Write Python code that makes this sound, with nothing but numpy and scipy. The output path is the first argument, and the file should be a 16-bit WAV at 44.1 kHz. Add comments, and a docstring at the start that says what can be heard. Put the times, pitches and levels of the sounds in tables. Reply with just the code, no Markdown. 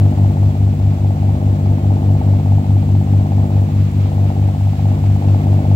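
"""Motor boat on choppy water

On the open deck, two six-cylinder diesels run at slightly different speeds, so their deep drone throbs
about five times a second. Propellers hum and the hull rumbles; a long swell loads and eases the engines.
The nearer exhaust burbles at the waterline, muffled as waves cover it.
Bursting bubbles hiss in the wash along the hull, and a light breeze brushes the microphones."""
import sys
import numpy as np
from scipy import signal
from scipy.fft import rfft, irfft
from scipy.io import wavfile

SR = 44100
rng = np.random.default_rng(int(sys.argv[2]) if len(sys.argv) > 2 else 0)


def dump(signal):
    """Clip the signal to [-1, 1] and save it as 16-bit WAV at the path in sys.argv[1]."""
    limited = np.clip(np.atleast_2d(signal).T, -1, 1)
    pcm = np.round(limited * 32767).astype(np.int16)
    wavfile.write(sys.argv[1], SR, pcm)


N = 253575


def from_db(db):
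    """Decibels to gain."""
    return 10 ** (np.asarray(db) / 20)


def rms_one(x):
    """Scale to an rms of 1."""
    return x / np.sqrt(np.mean(x ** 2) + 1e-20)


def in_time(rows):
    """Breakpoints to envelopes, one for each column after the time."""
    times, *columns = np.transpose(rows)
    return [np.interp(np.arange(N) / SR, times, column) for column in columns]


def per_bin(points):
    """An EQ curve over log frequency, read at every FFT bin."""
    hz, values = np.transpose(points)
    bin_hz = np.arange(N // 2 + 1) * SR / N
    return np.interp(np.log(bin_hz + 1), np.log(hz), values)


def drift(rate_hz):
    """Smooth random modulation, rms 1."""
    hop, settle = 40, 2000
    r = np.exp(-2 * np.pi * rate_hz * hop / SR)
    white = rng.standard_normal(N // hop + settle + 2)
    slow = signal.lfilter([1], [1, -2 * r, r * r], white)[settle:]
    return np.interp(np.arange(N) / hop, np.arange(len(slow)), rms_one(slow))


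def noise(db_per_bin):
    """Noise of a given colour, rms 1."""
    return rms_one(irfft(rfft(rng.standard_normal(N)) * from_db(db_per_bin), N))


def cut(x, hz, kind, order):
    """Butterworth low- or high-pass."""
    return signal.sosfilt(signal.butter(order, hz, kind, fs=SR, output="sos"), x)


def split(x, hz):
    """Crossover: the bands below and above a frequency."""
    low = signal.sosfiltfilt(signal.butter(4, hz, fs=SR, output="sos"), x)
    return low, x - low


def resonance(x, hz, width_hz):
    """Two-pole resonance with a peak gain of 1."""
    r = np.exp(-np.pi * width_hz / SR)
    poles = [1, -2 * r * np.cos(2 * np.pi * hz / SR), r * r]
    return signal.lfilter(np.array([1, 0, -1]) * (1 - r * r) / 2, poles, x)


def from_left(x, lag_s, pan_db=1.5):
    """A source to the left reaches the right microphone later and weaker."""
    late = np.interp(np.arange(N) - lag_s * SR, np.arange(N), x)
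    return np.array([x, late]) * from_db([[pan_db / 2], [-pan_db / 2]])


def bumps(rows):
    """Each row rises and falls as a bell curve; one summed envelope for each dB column."""
    t = np.arange(N) / SR
    return sum(np.outer(db, np.exp(-((t - peak_s) / half_s) ** 2)) for peak_s, half_s, *db in rows)


def swell(period_s, easiest_s, swing_db):
    """Load on the engines as the hull climbs and descends the swell, in dB."""
    return -swing_db * np.cos(2 * np.pi * (np.arange(N) / SR - easiest_s) / period_s)


def cycles(rpm):
    """Four-stroke cycles completed: one for every two turns of the crank."""
    return np.cumsum(rpm) / (2 * 60 * SR)


def drone(cycle, engine, openness_db, lead, rough, rough_hz, wave_share):
    """One diesel's partials crest together once a firing; the upper ones flutter and follow the outlet."""
    # drone through the hull: multiple of the cycle rate, near engine level/dB, far engine level/dB
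    partials = [(3, -49, -46), (4, -42, -43), (5, -46, -40), (6, -14, -19), (7, -44, -49), (8, -40, -50),
                (9, -22, -32.5), (12, -27.5, -38), (13, -41, -47), (14, -43, -52), (15, -31, -34),
                (18, -36, -47), (21, -40, -51), (24, -52, -62), (27, -50, -59), (30, -48, -63),
                (38, -47, -63)]
    cylinders, scatter_turns = 6, .05
    out = np.zeros(N)
    for multiple, near_db, far_db in partials:
        level_db = near_db if engine == "near" else far_db
        height = min(multiple / (3 * cylinders), 1.2)
        above_firing = multiple - cylinders
        start_turns = above_firing * lead + scatter_turns * rng.standard_normal() * (above_firing != 0)
        flutter = 1 + rough * height * (drift(rough_hz) + 1j * drift(rough_hz))
        gain = from_db(level_db + wave_share * height ** 2 * openness_db)
        tone = np.exp(2j * np.pi * (multiple * cycle + start_turns))
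        out += np.sqrt(2) * gain * np.real(flutter * tone)
    return out


def propellers(rough, rough_hz):
    """Each propeller hums at its blade rate, wavering in the churned water."""
    # blades beating the water: f/Hz, level/dB
    blades = [(67.5, -33), (73.3, -29.5)]
    t = np.arange(N) / SR
    out = np.zeros(N)
    for hz, db in blades:
        flutter = 1 + rough * (drift(rough_hz) + 1j * drift(rough_hz))
        tone = np.exp(2j * np.pi * (hz * t + rng.random()))
        out += np.sqrt(2) * from_db(db) * np.real(flutter * tone)
    return out


def hull_rumble(load_db, openness_db, level_db, upper_db, follows):
    """The hull rumbles harder under load; its upper band opens up as the outlet clears."""
    # colour of the rumble: f/Hz, relative level/dB
    colour = [(20, -22.5), (38, -18.5), (52, -0.5), (70, -5), (90, -10), (120, -9), (160, 3), (245, 1.5),
              (330, -4), (450, -5.5), (800, -5), (1200, -19.5), (2000, -23), (6000, -99)]
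    deep, upper = split(noise(per_bin(colour)), hz=320)
    return from_db(level_db + load_db) * (deep + from_db(upper_db + follows * openness_db) * upper)


def pulses(cycle, pattern, uneven_db, jitter_s=.00004):
    """Clicks at set moments of every cycle, a little uneven in time and strength."""
    moment, level_db = np.transpose(pattern)
    whole_cycles = np.arange(int(cycle[-1]) + 1)[:, None]
    chance = rng.standard_normal((whole_cycles.size * len(moment), 2))
    at = np.interp((whole_cycles + moment).ravel(), cycle, np.arange(N), right=2 * N)
    at += jitter_s * SR * chance[:, 0]
    size = from_db(np.tile(level_db, whole_cycles.size) + uneven_db * chance[:, 1])
    heard = (at >= 0) & (at < N)
    return np.bincount(at[heard].astype(int), size[heard], N)


def exhaust(cycle, load_db, burble_db, bark_db):
    """Each cylinder puffs into the ringing pipe, trailing turbulence; one knocks, harder under load."""
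    # one puff for each cylinder: delay/cycles, level/dB
    firings = [(-.012, -4), (.193, -4), (.326, -4.5), (.498, -4.5), (.65, -8.5), (.843, -6)]
    # pipe resonances: f/Hz, width/Hz, level/dB
    modes = [(417, 220, 1.5), (597, 110, 6.5), (696, 76, 11), (846, 63, -5), (920, 130, -29.5)]
    gurgle, gas_decay_s = .33, .0027
    knock_hz, knock_width_hz, knock_db = 775, 200, -2.8 + .7 * load_db
    puffs = pulses(cycle, firings, uneven_db=1.2)
    gas = signal.lfilter([1], [1, -np.exp(-1 / (gas_decay_s * SR))], puffs)
    flow = rms_one(puffs) + gurgle * rms_one(gas * rng.standard_normal(N))
    pipe = sum(from_db(db) * resonance(flow, hz, width) for hz, width, db in modes)
    knock = resonance(pulses(cycle, firings[:1], uneven_db=1.6), knock_hz, knock_width_hz)
    knock = resonance(knock, knock_hz, knock_width_hz)   # a second pass rounds the attack
    outlet = rms_one(pipe) + from_db(knock_db) * rms_one(knock)
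    outlet = cut(outlet, 360, "high", order=4)
    outlet = cut(outlet, 871, "low", order=6)
    burble, bark = split(outlet, hz=537)
    return from_db(burble_db) * rms_one(burble) + from_db(bark_db) * rms_one(bark)


def water(wash_db, spray_db, churn_db, fizz_db):
    """Countless bursting bubbles merge into a wide stereo hiss that swells slightly now and then."""
    # rush along the hull, the fader over wash and spray: t/s, level/dB
    rush = [(0.1, -47), (0.14, -47), (0.72, -48.5), (3.41, -48), (5.53, -46.5), (5.65, -47)]
    # colour of wash and spray: f/Hz, relative level/dB
    colour = [(500, 0.5), (1100, 3.5), (1600, -3.5), (2400, -1.5), (3600, -5.5), (4400, -7), (5200, -10),
              (6600, -11.5), (7600, -7), (8100, -11.4), (8700, -18), (10500, -14.5), (13500, -15),
              (15300, -14.5)]
    # pan of the water: f/Hz, left minus right/dB
    pan = [(1200, -2.5), (2400, -7), (3500, -4), (4600, -4), (6300, 4), (7800, 1.5), (10000, -3),
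           (13500, -3.5), (15500, 7)]
    # brief, slight swells in the water's hiss: t/s, half length/s, lift/dB
    lifts = [(3.82, .07, 1.8), (4.04, .05, 2.3), (4.293, .037, 1.8), (4.79, .05, 2.2), (5.317, .05, 1.5)]
    rush_db, = in_time(rush)
    lift_db, = bumps(lifts)
    hiss = np.array([noise(per_bin(colour) + side * per_bin(pan) / 2) for side in (1, -1)])
    wash, spray = split(hiss, hz=5800)
    churn = churn_db * np.array([drift(32), drift(29)])
    fizz = fizz_db * np.array([drift(150), drift(150)])
    wash = from_db(wash_db + lift_db + churn) * rms_one(wash)
    spray = from_db(spray_db + fizz) * rms_one(spray)
    return from_db(rush_db) * (wash + spray)


def breeze(level_db):
    """Light wind rumbles on each microphone separately."""
    # colour of the breeze: f/Hz, relative level/dB
    colour = [(20, -15), (60, 0), (140, -11.5), (300, -5), (700, -30), (1500, -58.5)]
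    return from_db(level_db) * np.array([noise(per_bin(colour)), noise(per_bin(colour))])


def scene():
    """Engines, propellers, hull and exhaust sit a little to the left, with water and breeze all round."""
    # engine speeds: t/s, near engine/rpm, far engine/rpm
    speeds = [(0.0, 1955.8, 2051.6), (0.8, 1950.2, 2046.7), (1.6, 1952.9, 2050.0), (2.4, 1951.8, 2046.3),
              (3.2, 1952.9, 2047.4), (4.0, 1952.3, 2046.9), (4.8, 1957.7, 2048.8), (5.75, 1954.9, 2048.4)]
    # waves washing over the outlet: t/s, half length/s, burble loss/dB, bark loss/dB (negative lifts)
    waves = [(.76, 0.32, 4, 3.5), (1.55, .2, -1, 6), (2.52, 0.11, 4, -3.7), (2.88, 0.32, 4.5, 2),
             (3.86, .18, 3.5, 13), (4.66, 0.17, 12.5, 0.5), (5.1, 0.085, 7.5, 2.5)]
    near_rpm, far_rpm = in_time(speeds)
    near, far = cycles(near_rpm), cycles(far_rpm)
    far = far - far[round(.0017 * SR)]   # the far cycle starts 1.7 ms late
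    load_db = swell(period_s=2.95, easiest_s=1.27, swing_db=1.0)
    burble_loss_db, bark_loss_db = bumps(waves)
    openness_db = burble_loss_db.mean() - burble_loss_db   # how far the outlet stands clear of the waves
    engines = drone(near, "near", openness_db, lead=.1037, rough=.17, rough_hz=7.0, wave_share=.49)
    engines += drone(far, "far", openness_db, lead=-.011, rough=.33, rough_hz=2.4, wave_share=.2)
    hum = from_db(load_db) * engines + propellers(rough=.27, rough_hz=3)
    rumble = hull_rumble(load_db, openness_db, level_db=-32.3, upper_db=-2, follows=1.3)
    puffs = exhaust(near, load_db, burble_db=-42 - burble_loss_db, bark_db=-35.5 - bark_loss_db)
    hiss = water(wash_db=4.5, spray_db=-3.5, churn_db=1.0, fizz_db=1.1)
    wind = breeze(level_db=-39)
    return from_left(hum, lag_s=.00019) + from_left(puffs + rumble, lag_s=.00031) + hiss + wind


def record(dry):
    """A steep low-pass takes off the top above 15.8 kHz."""
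    return signal.sosfilt(signal.ellip(12, .1, 90, 15800, fs=SR, output="sos"), dry)


dry = scene()
out = record(dry)
dump(out)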